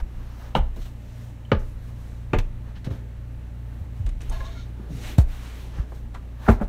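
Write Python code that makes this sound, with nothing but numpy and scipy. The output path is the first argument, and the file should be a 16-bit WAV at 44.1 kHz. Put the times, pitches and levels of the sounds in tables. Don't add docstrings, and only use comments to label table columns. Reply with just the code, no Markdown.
import sys
import numpy as np
from scipy import signal
from scipy.fft import rfft, irfft
from scipy.io import wavfile
from scipy.ndimage import uniform_filter1d

SR = 44100
rng = np.random.default_rng(int(sys.argv[2]) if len(sys.argv) > 2 else 0)


def bounce(signal):
    frames = np.transpose(np.atleast_2d(signal))
    limited = np.clip(frames, -1, 1)
    pcm = np.round(limited * 32767).astype(np.int16)
    wavfile.write(sys.argv[1], SR, pcm)


def gain_from_db(level_db):
    decades = np.asarray(level_db, float) / 20
    return 10 ** decades


N = 294595

ROOM_DB = -11
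LEAD_S = 0.001


def rms_one(x):
    return x / np.sqrt(np.mean(x ** 2) + 1e-20)


def in_time(rows):
    s, *columns = np.transpose(rows)
    return [np.interp(np.arange(N) / SR, s, c) for c in columns]


def at_hz(points, hz):
    points = np.array(points)
    return np.interp(np.log(hz), np.log(points[:, 0]), points[:, 1])


def drift(rate):
    r = np.exp(-80 * np.pi * rate / SR)
    slow = signal.lfilter([1], [1, -2 * r, r * r], rng.standard_normal(N // 40 + 2002))[2000:]
    return np.interp(np.arange(N) / 40, np.arange(len(slow)), rms_one(slow))


def swells(rows):
    t = np.arange(0, N + 16, 16) / SR
    humps = 0
    for s, level_db, rise, fall in rows:
        quarter = np.interp(t, [s - rise, s, s + fall], [0, np.pi / 2, 0])
        humps = humps + gain_from_db(level_db) * np.sin(quarter) ** 2.8
    return np.interp(np.arange(N) / SR, t, humps)


def add(out, s, sound):
    at = round(s * SR)
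    out[at:at + len(sound)] += sound[:N - at]


def bandpass(x, order, low_hz, high_hz):
    return signal.sosfilt(signal.butter(order, [low_hz, high_hz], "band", fs=SR, output="sos"), x)


def banded(spectrum, patchy_db, grain_db):
    out = 0
    low, high = spectrum[0][0], spectrum[-1][0]
    white = rng.standard_normal((2, N)) * gain_from_db(grain_db * drift(140))
    edges = np.geomspace(low, high, 2 + int(2 * np.log2(high / low)))
    for k, (low_hz, high_hz) in enumerate(zip(edges, edges[1:])):
        band = bandpass(white[k % 2], 2, low_hz, high_hz)
        level_db = at_hz(spectrum, np.sqrt(low_hz * high_hz)) + patchy_db * drift(2.8)
        out = out + gain_from_db(level_db) * band
    return out


def resonance(x, hz, width_hz):
    r = np.exp(-np.pi * width_hz / SR)
    poles = [1, -2 * r * np.cos(2 * np.pi * hz / SR), r * r]
    return signal.lfilter([(1 - r * r) / 2, 0, (r * r - 1) / 2], poles, x)


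def workshop(x, echo_db=ROOM_DB):
    t60_s = 0.27
    t = np.arange(SR // 3) / SR
    dull, bright = rng.standard_normal((2, len(t))) * (t > 0.003)
    dull = bandpass(dull, 1, 150, 3800)
    echoes = rms_one(dull) * gain_from_db(-60 * t / t60_s) + 2.77 * bright * gain_from_db(-60 * t / (0.61 * t60_s))
    return x + gain_from_db(echo_db) * signal.fftconvolve(x, echoes / np.linalg.norm(echoes))[:len(x)]


# frequency_hz, level_db
AIR = [(79, -35), (135, -4), (162, -9.5), (232, -1), (374, -42.5), (525, -12.5), (695, -26.5),
       (1510, -35.5), (1780, -25.5), (4920, -37), (13100, -46.5), (16000, -35)]


def room_air():
    return gain_from_db(-52) * rms_one(banded(AIR, patchy_db=0.5, grain_db=0.0))


# frequency_hz, level_db (rms)
HUM = [
    (58.55, -34.5),
    (92.5, -43.5),
    (117.1, -40),
    (175.7, -55),
    (234.2, -55.5),
    (543.7, -68.5),
    (602.9, -66.5),
    (877.5, -68.5),
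    (1771, -88),
]
# time_s, level_db of the lowest line
BEARING = [(0, -1), (.76, -2.5), (1.1, -6), (1.8, -5), (2.18, -0.5), (2.55, -3), (3.05, -1.5), (3.6, 0),
           (4.7, 0.5), (5.1, -1), (6.68, -1)]
# time_s, level_db
EXPOSED = [(.5, -4), (1.1, -0.7), (4.7, -0.5), (5.3, -4.5)]


def motor():
    mains_hz, in_step_s, mains_db = 120, 3.3, -9
    t = np.arange(N) / SR
    slip = 0.00035 * np.cumsum(drift(1.4)) / SR
    turns, levels = [], []
    for hz, level_db in HUM:
        turns.append(hz * (t + slip) + rng.random())
        levels.append(gain_from_db(level_db + 2 + 0.26 * drift(3.0)))
    lowest, *upper = np.multiply(levels, np.sin(2 * np.pi * np.array(turns)))
    mains_turns = mains_hz * (t - in_step_s) + turns[2][round(in_step_s * SR)]
    buzz = levels[2] * gain_from_db(mains_db) * np.sin(2 * np.pi * mains_turns)
    return gain_from_db(in_time(BEARING)[0]) * lowest + gain_from_db(in_time(EXPOSED)[0]) * (sum(upper) + buzz)


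# time_s, level_db
WEIGHT = [(0, -55.5), (.37, -39.5), (.65, -39.5), (1.51, -51), (1.69, -30), (2.01, -45), (2.47, -38.5),
          (2.71, -37.5), (2.88, -45), (3.31, -45), (3.81, -50), (4.33, -30.5), (4.76, -55), (5.07, -36),
          (5.45, -44.5), (6.19, -41.5), (6.47, -53), (6.68, -41)]
# loudest_s, level_db, rise_s, fall_s
SHUFFLES = [
    (2.88, -44.5, 0.062, 0.24),
    (3.81, -56, 0.26, 0.2),
    (5.05, -47.5, 0.51, 0.35),
    (5.65, -54.5, 0.29, 0.99),
    (6.64, -43, 0.16, 0.086),
]


def frame():
    shiver_db, = in_time(WEIGHT)
    shiver = rms_one(bandpass(rng.standard_normal(N), 2, 22, 42))
    rumble = rms_one(bandpass(rng.standard_normal(N), 2, 45, 300))
    rumble_level = (gain_from_db(-53.5) + swells(SHUFFLES)) * gain_from_db(0.51 * drift(26))
    return gain_from_db(shiver_db) * shiver + rumble_level * rumble


# loudest_s, level_db, rise_s, fall_s, brightness_db
BRUSHES = [(.001, -52.5, .01, 0.023, -16.5), (.33, -63.5, 0.38, 0.24, -4.5), (.436, -61.5, 0.099, 0.2, -10),
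           (.822, -62, 0.11, 0.16, 8), (1.23, -63.5, 0.4, 0.18, 2), (1.66, -72, 0.08, 0.14, 9),
           (1.888, -69, 0.17, .07, 1), (2.06, -67, 0.2, 0.28, 2.5), (2.7, -70.5, 0.077, .04, -17),
           (3.75, -76, .13, 0.22, 0), (3.97, -70, 0.058, 0.15, -10), (4.86, -72, 0.19, 0.089, -20),
           (5.784, -57.5, 0.089, 0.089, -12), (5.96, -73, 0.16, 0.11, 10), (6.146, -58, 0.01, 0.065, -11),
           (6.478, -51, 0.13, 0.12, -13), (6.6, -69, 0.053, 0.08, -12)]
# loudest_s, level_db, rise_s, fall_s, brightness_db
DRAGS = [
    (4.97, -56, 0.12, 0.049, -5),
    (5.076, -45, 0.14, 0.15, -7.5),
    (5.33, -52, 0.093, 0.15, -8.5),
    (5.46, -50.5, 0.13, 0.21, -12),
    (5.62, -56, 0.14, 0.22, -5),
]
# start_s, rasp_db, bright_db, rise_s, length_s
SCUFFS = [(0.548, -49, -49, 0.0025, 0.035), (0.76, -62, -59, .003, .012), (0.813, -62, -69, 0.0073, 0.0098),
          (0.85, -57, -66, 0.0089, 0.014), (1.589, -70, -61, .005, 0.028),
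          (2.3862, -33.5, -54, 0.001, 0.004), (2.388, -43, -55, .004, 0.016),
          (2.751, -54, -74, 0.012, 0.025), (2.844, -50, -61, .001, 0.033),
          (2.901, -57, -63.5, 0.0044, 0.078), (4.227, -59, -58, 0.0044, 0.013),
          (4.238, -58, -64, .02, 0.064), (4.305, -54, -62, 0.04, 0.27), (4.318, -55, -60, 0.0043, 0.023),
          (5.1798, -45, -49, 0.001, 0.0095), (5.184, -54, -47, .008, 0.03),
          (5.942, -76, -68, 0.0045, 0.022), (6.143, -53, -68, .002, 0.007),
          (6.487, -48.5, -51.5, .006, 0.049), (6.631, -63, -60, .004, 0.017)]
STIR_DB = [-61.5, -75.5, -73.5]
# frequency_hz, level_db
DULL = [(350, -3), (800, -1.5), (1800, -7)]
RASP = [(1400, 0.5), (2800, 2), (5600, -5)]
BRIGHT = [(2650, -31), (4500, 3.5), (4900, 1), (7730, -5.5), (15000, -8.5), (16000, -17)]


def register(rows, over_db, lean):
    return swells([(s, db + over_db + lean * tilt_db, rise, fall) for s, db, rise, fall, tilt_db in rows])


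def rustle():
    dull_trade = 0.63
    dull = gain_from_db(STIR_DB[0]) + register(BRUSHES, -1.5, -dull_trade) + register(DRAGS, -11, -dull_trade)
    rasp = gain_from_db(STIR_DB[1]) + register(BRUSHES + DRAGS, 0, 0)
    bright = gain_from_db(STIR_DB[2]) + register(BRUSHES + DRAGS, 0, 0.51)
    t = np.arange(SR) / SR
    for s, rasp_db, bright_db, rise, length in SCUFFS:
        fade = np.exp(-(np.maximum(t - rise, 0) / length) ** 2.1)
        stroke = np.minimum(t / rise, 1) * fade
        add(dull, s, gain_from_db(rasp_db - 3.0) * stroke)
        add(rasp, s, gain_from_db(rasp_db) * stroke)
        add(bright, s, gain_from_db(bright_db) * stroke)
    out = 0
    for level, spectrum in ((dull, DULL), (rasp, RASP), (bright, BRIGHT)):
        out = out + level * rms_one(banded(spectrum, patchy_db=1.7, grain_db=0.5))
    return out


# frequency_hz, width_hz, level_db
LATCH = [
    [(403, 21, 0.5), (652, 36, 7)],
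    [(900, 55, -13), (1071, 46, -1.5)],
    [(1676, 24, -3)],
    [(1400, 60, -2), (2200, 150, -5)],
    [(3160, 250, -0.5), (3760, 300, 4.5), (4100, 490, 3.5), (5550, 380, 0), (6240, 500, -1)],
]
# loudest_s, level_db, rise_s, fall_s
SLIDE = [
    [(4.33, -44, 0.03, 0.083), (4.43, -50, 0.053, 0.091), (4.5, -53, 0.036, 0.056),
     (4.56, -51.5, 0.07, 0.039)],
    [(4.322, -49, 0.015, 0.04), (4.365, -48.5, .03, 0.05), (4.41, -42, 0.02, 0.034),
     (4.455, -46.5, 0.048, 0.068)],
    [(4.34, -54, .03, .05), (4.408, -43, .008, 0.026), (4.455, -50, 0.033, .04), (4.505, -56, 0.043, .04)],
    [(4.34, -62, 0.032, .06), (4.41, -61, .012, 0.027), (4.46, -59, 0.045, 0.074),
     (4.578, -53, 0.056, 0.066)],
    [(4.335, -52, 0.053, 0.091), (4.405, -53.5, .012, 0.041), (4.46, -48, 0.038, 0.055),
     (4.52, -54.5, 0.035, 0.054), (4.59, -53.5, 0.076, 0.12)],
]


def locked(x):
    sing = 0.64
    x = rms_one(x)
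    return x / (uniform_filter1d(x ** 2, size=300) + 0.05) ** (sing / 2)


def latch():
    slips = (rng.random(N) < 2500 / SR) * rng.standard_normal(N)
    pressure = drift(47.5)
    slips = slips * gain_from_db(0.98 * pressure) + 1e-18
    out = 0
    for k, (part, bursts) in enumerate(zip(LATCH, SLIDE)):
        rung = 0
        for hz, width_hz, level_db in part:
            once = resonance(slips, hz, 1.3 * width_hz)
            rung = rung + gain_from_db(level_db) * locked(resonance(once, hz, 1.3 * width_hz))
        push = uniform_filter1d(np.roll(pressure, k * SR), size=900)
        bent = np.arange(N) + 0.008 * np.cumsum(push)
        out = out + swells(bursts) * rms_one(np.interp(bent, np.arange(N), rung))
    return out


# start_s, peak_db, low_hz, high_hz, t60_s
CRACKS = [(0.5513, -22, 2420, 4100, 0.02), (.557, -39, 2000, 4300, 0.074), (.565, -27.5, 500, 2600, 0.087),
          (0.567, -40, 4000, 7000, .04), (1.5175, -19.5, 900, 4850, 0.016),
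          (1.528, -32.5, 2200, 5200, 0.049), (1.549, -40, 2500, 4800, 0.037), (1.55, -39, 700, 2600, 0.062),
          (2.334, -31, 1800, 6260, 0.012), (2.334, -52, 7000, 15000, .04),
          (2.343, -29.5, 1000, 3280, 0.068), (2.3425, -45, 4000, 7500, 0.11),
          (2.343, -50, 7500, 15000, .06), (2.3862, -28, 1500, 7300, 0.043),
          (2.386, -37, 7500, 15500, 0.022), (2.849, -41, 1000, 9000, .015), (4.2965, -37, 1500, 9000, .012),
          (4.316, -45, 695, 1500, .04), (4.404, -42, 1200, 4500, .03), (5.181, -39, 600, 5000, .03),
          (5.183, -40, 6000, 15500, .02), (6.464, -28, 800, 1800, 0.061), (6.477, -20.5, 200, 700, 0.038),
          (6.4889, -27, 510, 2650, 0.022), (6.497, -28, 900, 2540, 0.056), (6.516, -28, 700, 2280, 0.071),
          (6.602, -32, 300, 1500, 0.05), (6.619, -40, 393, 2440, 0.035)]


def cracks():
    out, t = np.zeros(N), np.arange(SR // 6) / SR
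    for s, peak_db, low_hz, high_hz, t60 in CRACKS:
        noise = rng.standard_normal(len(t)) * gain_from_db(-60 * t / t60)
        band = bandpass(noise, 4, low_hz, high_hz)
        add(out, s, gain_from_db(peak_db) * band / np.abs(band).max())
    return out


# loudest_s, peak_db, pitch_hz, rise_s, fall_s
CHOKED = [(.5533, -9, 807, .003, 0.0034), (.566, -24, 613, .006, 0.0064), (.576, -28, 800, .006, .008),
          (1.5178, -10.5, 1490, 0.0012, 0.0012), (1.5204, -6.5, 450, 0.0027, 0.0038),
          (1.5247, -12, 366, .003, 0.0064), (0.5521, -21, 2910, .0015, .004), (.558, -29, 2100, .003, .004),
          (.564, -25, 1400, 0.0036, .005), (2.884, -36, 518, .006, 0.011), (4.575, -39, 250, .015, .015),
          (4.5, -50, 654, .04, .04), (2.91, -36, 500, 0.0041, .012), (5.1837, -35, 2500, 0.00111, 0.0033),
          (6.482, -20, 650, .004, 0.0021), (6.483, -23, 1350, .003, .003),
          (6.514, -22.5, 900, 0.0031, .004), (6.621, -27.5, 762, .004, 0.0045),
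          (2.3339, -19, 2470, 0.00088, .003), (2.337, -15, 388, 0.0033, 0.0084),
          (5.1852, -19, 704, 0.0019, 0.0039), (5.191, -41, 4500, 0.0064, .005),
          (6.4868, -17.5, 1590, .002, 0.0026), (6.4875, -12, 690, 0.0041, 0.0048),
          (6.4906, -14.5, 1255, 0.0019, .003), (6.498, -20.5, 1550, .003, 0.0023)]


def choked():
    out, t = np.zeros(N), np.arange(SR // 10) / SR
    for s, peak_db, hz, rise, fall in CHOKED:
        grip = np.sin(np.interp(t, [0, rise, rise + fall], [0, np.pi / 2, 0])) ** 2.5
        add(out, s - rise, gain_from_db(peak_db) * grip * np.sin(2 * np.pi * hz * t))
    return out


# start_s, peak_db, pitch_hz, t60_s
RINGS = [(0.551, -22, 3050, 0.013), (.553, -27, 990, .09), (.554, -32, 800, 0.081), (.555, -28, 526, 0.12),
         (0.557, -27, 1213, 0.075), (.553, -34, 3300, 0.064), (0.557, -16.5, 188, 0.098),
         (0.559, -30, 1464, 0.075), (1.4515, -44, 3050, 0.028), (1.518, -30, 1663, 0.04),
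         (1.519, -16, 450, 0.066), (1.52, -28, 372, 0.07), (1.52, -24, 860, 0.11), (1.52, -25, 1210, 0.096),
         (1.521, -26, 631, 0.076), (1.519, -33, 3030, 0.047), (2.335, -35, 2035, 0.07),
         (2.335, -39, 2640, 0.063), (2.336, -33, 1760, 0.074), (2.334, -28, 1486, 0.033),
         (2.335, -14, 198, 0.07), (2.3355, -27, 1204, 0.073), (2.338, -27, 397, 0.071),
         (2.389, -31, 2600, .02), (4.206, -43, 2560, .02), (4.213, -42, 5900, 0.018),
         (4.216, -44, 2460, 0.023), (4.296, -40, 6380, 0.023), (4.2965, -48, 5200, 0.022),
         (4.312, -37, 900, .06), (4.314, -40, 1096, .08), (4.3228, -48, 3000, .03),
         (4.404, -41, 537, 0.069), (4.405, -43, 2100, 0.056), (4.405, -39, 1690, 0.09),
         (5.183, -31, 780, 0.026), (5.184, -36, 3750, 0.042), (6.489, -23.5, 2160, 0.025),
         (6.49, -13.5, 398, 0.098), (6.49, -25, 844, .12), (6.49, -22, 1003, .06), (6.49, -22, 1276, .05),
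         (6.492, -30, 1380, .11), (6.618, -27, 593, 0.033)]


def rings():
    out, t = np.zeros(N), np.arange(SR // 8) / SR
    for s, peak_db, hz, t60 in RINGS:
        onset = np.minimum(t * hz, 1)
        add(out, s, gain_from_db(peak_db - 60 * t / t60) * onset * np.sin(2 * np.pi * hz * t))
    return out


# start_s, peak_db, settled_hz, extra_turns, t60_s
THUDS = [(.553, -22, 129, 0.59, 0.22), (.594, -19, 57.2, 0.24, 0.32), (1.52, -15, 62.7, 1.76, 0.26),
         (2.332, -18, 57.6, 1.66, 0.19), (2.381, -14.5, 94, 0.15, 0.084), (2.872, -18.5, 97, 0.71, 0.06),
         (2.906, -22.5, 60, 1.1, .13), (3.813, -22.5, 59.4, 0.42, 0.18), (3.998, -22.5, 85.7, 0.16, 0.22),
         (4.798, -32, 182, 1.3, 0.072), (4.904, -23, 121, 1.24, 0.041), (4.95, -24, 122, 0.67, 0.047),
         (5.1836, -3.5, 56.5, 0.93, 0.17), (5.785, -23.5, 109, 0.6, 0.044), (6.4865, -7, 228, -0.19, 0.13),
         (6.4885, -8, 89.6, 0.17, 0.17), (6.613, -17.5, 204, 0.074, 0.087)]
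# start_s, peak_db, settled_hz, extra_turns, t60_s
LURCHES = [(.02, -11.5, 28.4, 0.076, 0.089), (.147, -27, 27.8, 0.018, 0.48), (.581, -16.5, 26.8, 0.22, 0.5),
           (.78, -26.5, 29.1, 0.46, 0.59), (1.568, -18.5, 27, 0.21, 0.29), (2.356, -14, 28.3, 0.076, 0.49),
           (4.05, -18.5, 35.1, 0.51, 0.6), (4.286, -19, 29, 0.052, 0.24), (4.407, -20, 30, 0.22, 0.097),
           (5.231, -17.5, 26.5, 0.043, 0.41), (5.796, -12, 34, 0.77, 0.087), (6.165, -36, 29.55, .08, 0.22),
           (6.4995, -8, 38.2, 0.79, 0.2), (6.627, -16, 30, 0.2, 0.16)]


def thumps():
    out, t = np.zeros(N), np.arange(SR // 2) / SR
    for rows, sag_s, soften in ((THUDS, 0.0071, 0.4), (LURCHES, 0.02, 0.02)):
        for s, peak_db, hz, extra, t60 in rows:
            sag = sag_s * gain_from_db(-soften * peak_db)
            turns = hz * t + extra * (1 - np.exp(-t / sag))
            swell = 1 - np.exp(-(turns / 0.22) ** 1.4)
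            add(out, s, gain_from_db(peak_db + 3 - 60 * t / t60) * swell * np.sin(2 * np.pi * turns))
    return out


def coloured(x, colour):
    spectrum, hz = rfft(x, 2 * len(x)), np.linspace(1, SR / 2, len(x) + 1)
    grid = np.geomspace(100, 17000, 400)
    power = np.interp(grid, hz, np.abs(spectrum) ** 2)
    own_db = 10 * np.log10(uniform_filter1d(power, size=24) + 1e-12)
    gain = gain_from_db(at_hz(colour, hz) - np.interp(hz, grid, own_db))
    gain = gain * np.clip(hz / 130, 0, 1) ** 4
    return irfft(spectrum * gain)[:len(x)]


def struck(colour, t60, roll, echo_db=ROOM_DB):
    count = 230
    t = np.arange(SR // 7) / SR
    place, phase, late, damping = rng.random((4, count, 1))
    share = (np.arange(count)[:, None] + place) / count
    hz = 130 + 15000 * share ** 2.5
    since = np.maximum(t - roll * late ** 1.403 - 0.52 / hz, 0)
    speed = (hz / 1000) ** 0.43 * (1.0 + 0.9 * damping) / t60
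    level_db = at_hz(colour, hz) + 15 * np.log10(share + 0.02) + 10 * np.log10(speed)
    modes = gain_from_db(level_db - 60 * since * speed) * np.sin(2 * np.pi * (hz * since + 0.63 * phase))
    blow = (modes * np.minimum(since / 0.00017, 1)).sum(axis=0)
    lead = round(LEAD_S * SR)
    sound = coloured(workshop(np.pad(blow, (lead, len(t))), echo_db), colour)
    fade_in = np.minimum(np.arange(len(sound)) / lead, 1)
    sound = sound * np.sin(fade_in * np.pi / 2) ** 2
    return sound / np.sqrt(2 * uniform_filter1d(sound ** 2, size=300).max())


# start_s, peak_db, t60_s, roll_s, echo_db
STEPS = [
    (0.5509, -19, 0.13, 0.0016, -13),
    (1.517, -11, 0.066, 0.0021, -15),
    (2.333, -17.5, 0.093, 0.0019, -8.5),
    (5.183, -26.5, 0.072, 0.0026, -10),
    (6.4835, -12, 0.047, .012, -25),
    (6.611, -26, 0.024, 0.02, -13),
]
# frequency_hz, level_db (per Hz)
BOARDS = [
    [(120, -32), (200, -5.5), (721, -4), (1110, -11), (1430, -11), (1630, -15.5), (3290, -22), (4980, -31),
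     (15000, -67)],
    [(120, -32), (200, 1.5), (300, -10), (520, -3), (761, -11), (1300, -13.5), (3060, -22), (6500, -53),
     (15000, -77)],
    [(120, -29), (200, -3), (946, -11), (1090, -16.5), (2550, -21.5), (4810, -39), (15000, -80)],
    [(180, -48), (300, -16.5), (1090, -21.5), (2870, -33), (3860, -31), (5350, -34), (15000, -42)],
    [(180, -37), (310, -3), (520, 0.5), (841, -6.5), (1090, -9.5), (1420, -12), (2560, -31.5), (15000, -53)],
    [(180, -25), (300, -10), (597, -2.5), (959, -14), (1370, -14), (3220, -41), (15000, -53)],
]
# start_s, peak_db (near 1 kHz), boards_db, click_db, scuff_db
KNOCKS = [(0.764, -39, 6.5, -31, -13), (1.451, -57, 0, 4, -32), (2.867, -37, 12.5, 5, -42),
          (2.907, -35.5, 4, -4, -26), (4.063, -45.5, 1.5, 9, 2.5), (4.089, -50, -20, 7.5, 4),
          (4.205, -45, -3, 5.5, -2), (4.216, -45, 4, 8.5, 7), (4.297, -44, 2, -10, 8),
          (4.901, -49, 18.5, -25.5, -25), (5.918, -33.5, -5, -23, -24), (6.147, -34, -39, -10, -22),
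          (6.499, -12, -2, -12, -16.5)]


def knocks():
    out = np.zeros(N)
    for (s, peak_db, t60, roll, echo_db), board in zip(STEPS, BOARDS):
        add(out, s - LEAD_S, gain_from_db(peak_db) * struck(board, t60, roll, echo_db))
    for s, peak_db, boards_db, click_db, scuff_db in KNOCKS:
        colour = [(280, boards_db + 12.5), (1050, 0), (3200, click_db - 10.0),
                  (9000, scuff_db - 12.5), (15000, scuff_db - 30)]
        loudest_db = max(0, boards_db, click_db, scuff_db)
        t60 = 0.1 * gain_from_db(-0.077 * (peak_db + 41))
        add(out, s - LEAD_S, gain_from_db(peak_db + loudest_db - 4.0) * struck(colour, t60, 0.004))
    return out


def scene():
    background = room_air() + motor() + frame() + rustle()
    ringing = workshop(latch() + rings() + choked())
    return (background + ringing + workshop(cracks()) + thumps() + knocks())[None]


def top_cut(x):
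    return signal.sosfilt(signal.butter(12, 16430, fs=SR, output="sos"), x)


# frequency_hz, width_hz, depth_db
MIC_DIPS = [
    (4960, 1640, -5),
    (10520, 350, -22),
]


def record(dry):
    ceiling = 0.7
    for hz, width_hz, depth_db in MIC_DIPS:
        dry = dry - (1 - gain_from_db(depth_db)) * resonance(dry, hz, width_hz)
    flattened = dry / (1 + np.abs(dry / ceiling) ** 6) ** (1 / 6)
    mix = signal.sosfilt(signal.cheby2(10, 40, 16300, fs=SR, output="sos"), flattened)
    return top_cut(mix)


dry = scene()
out = record(dry)
bounce(out)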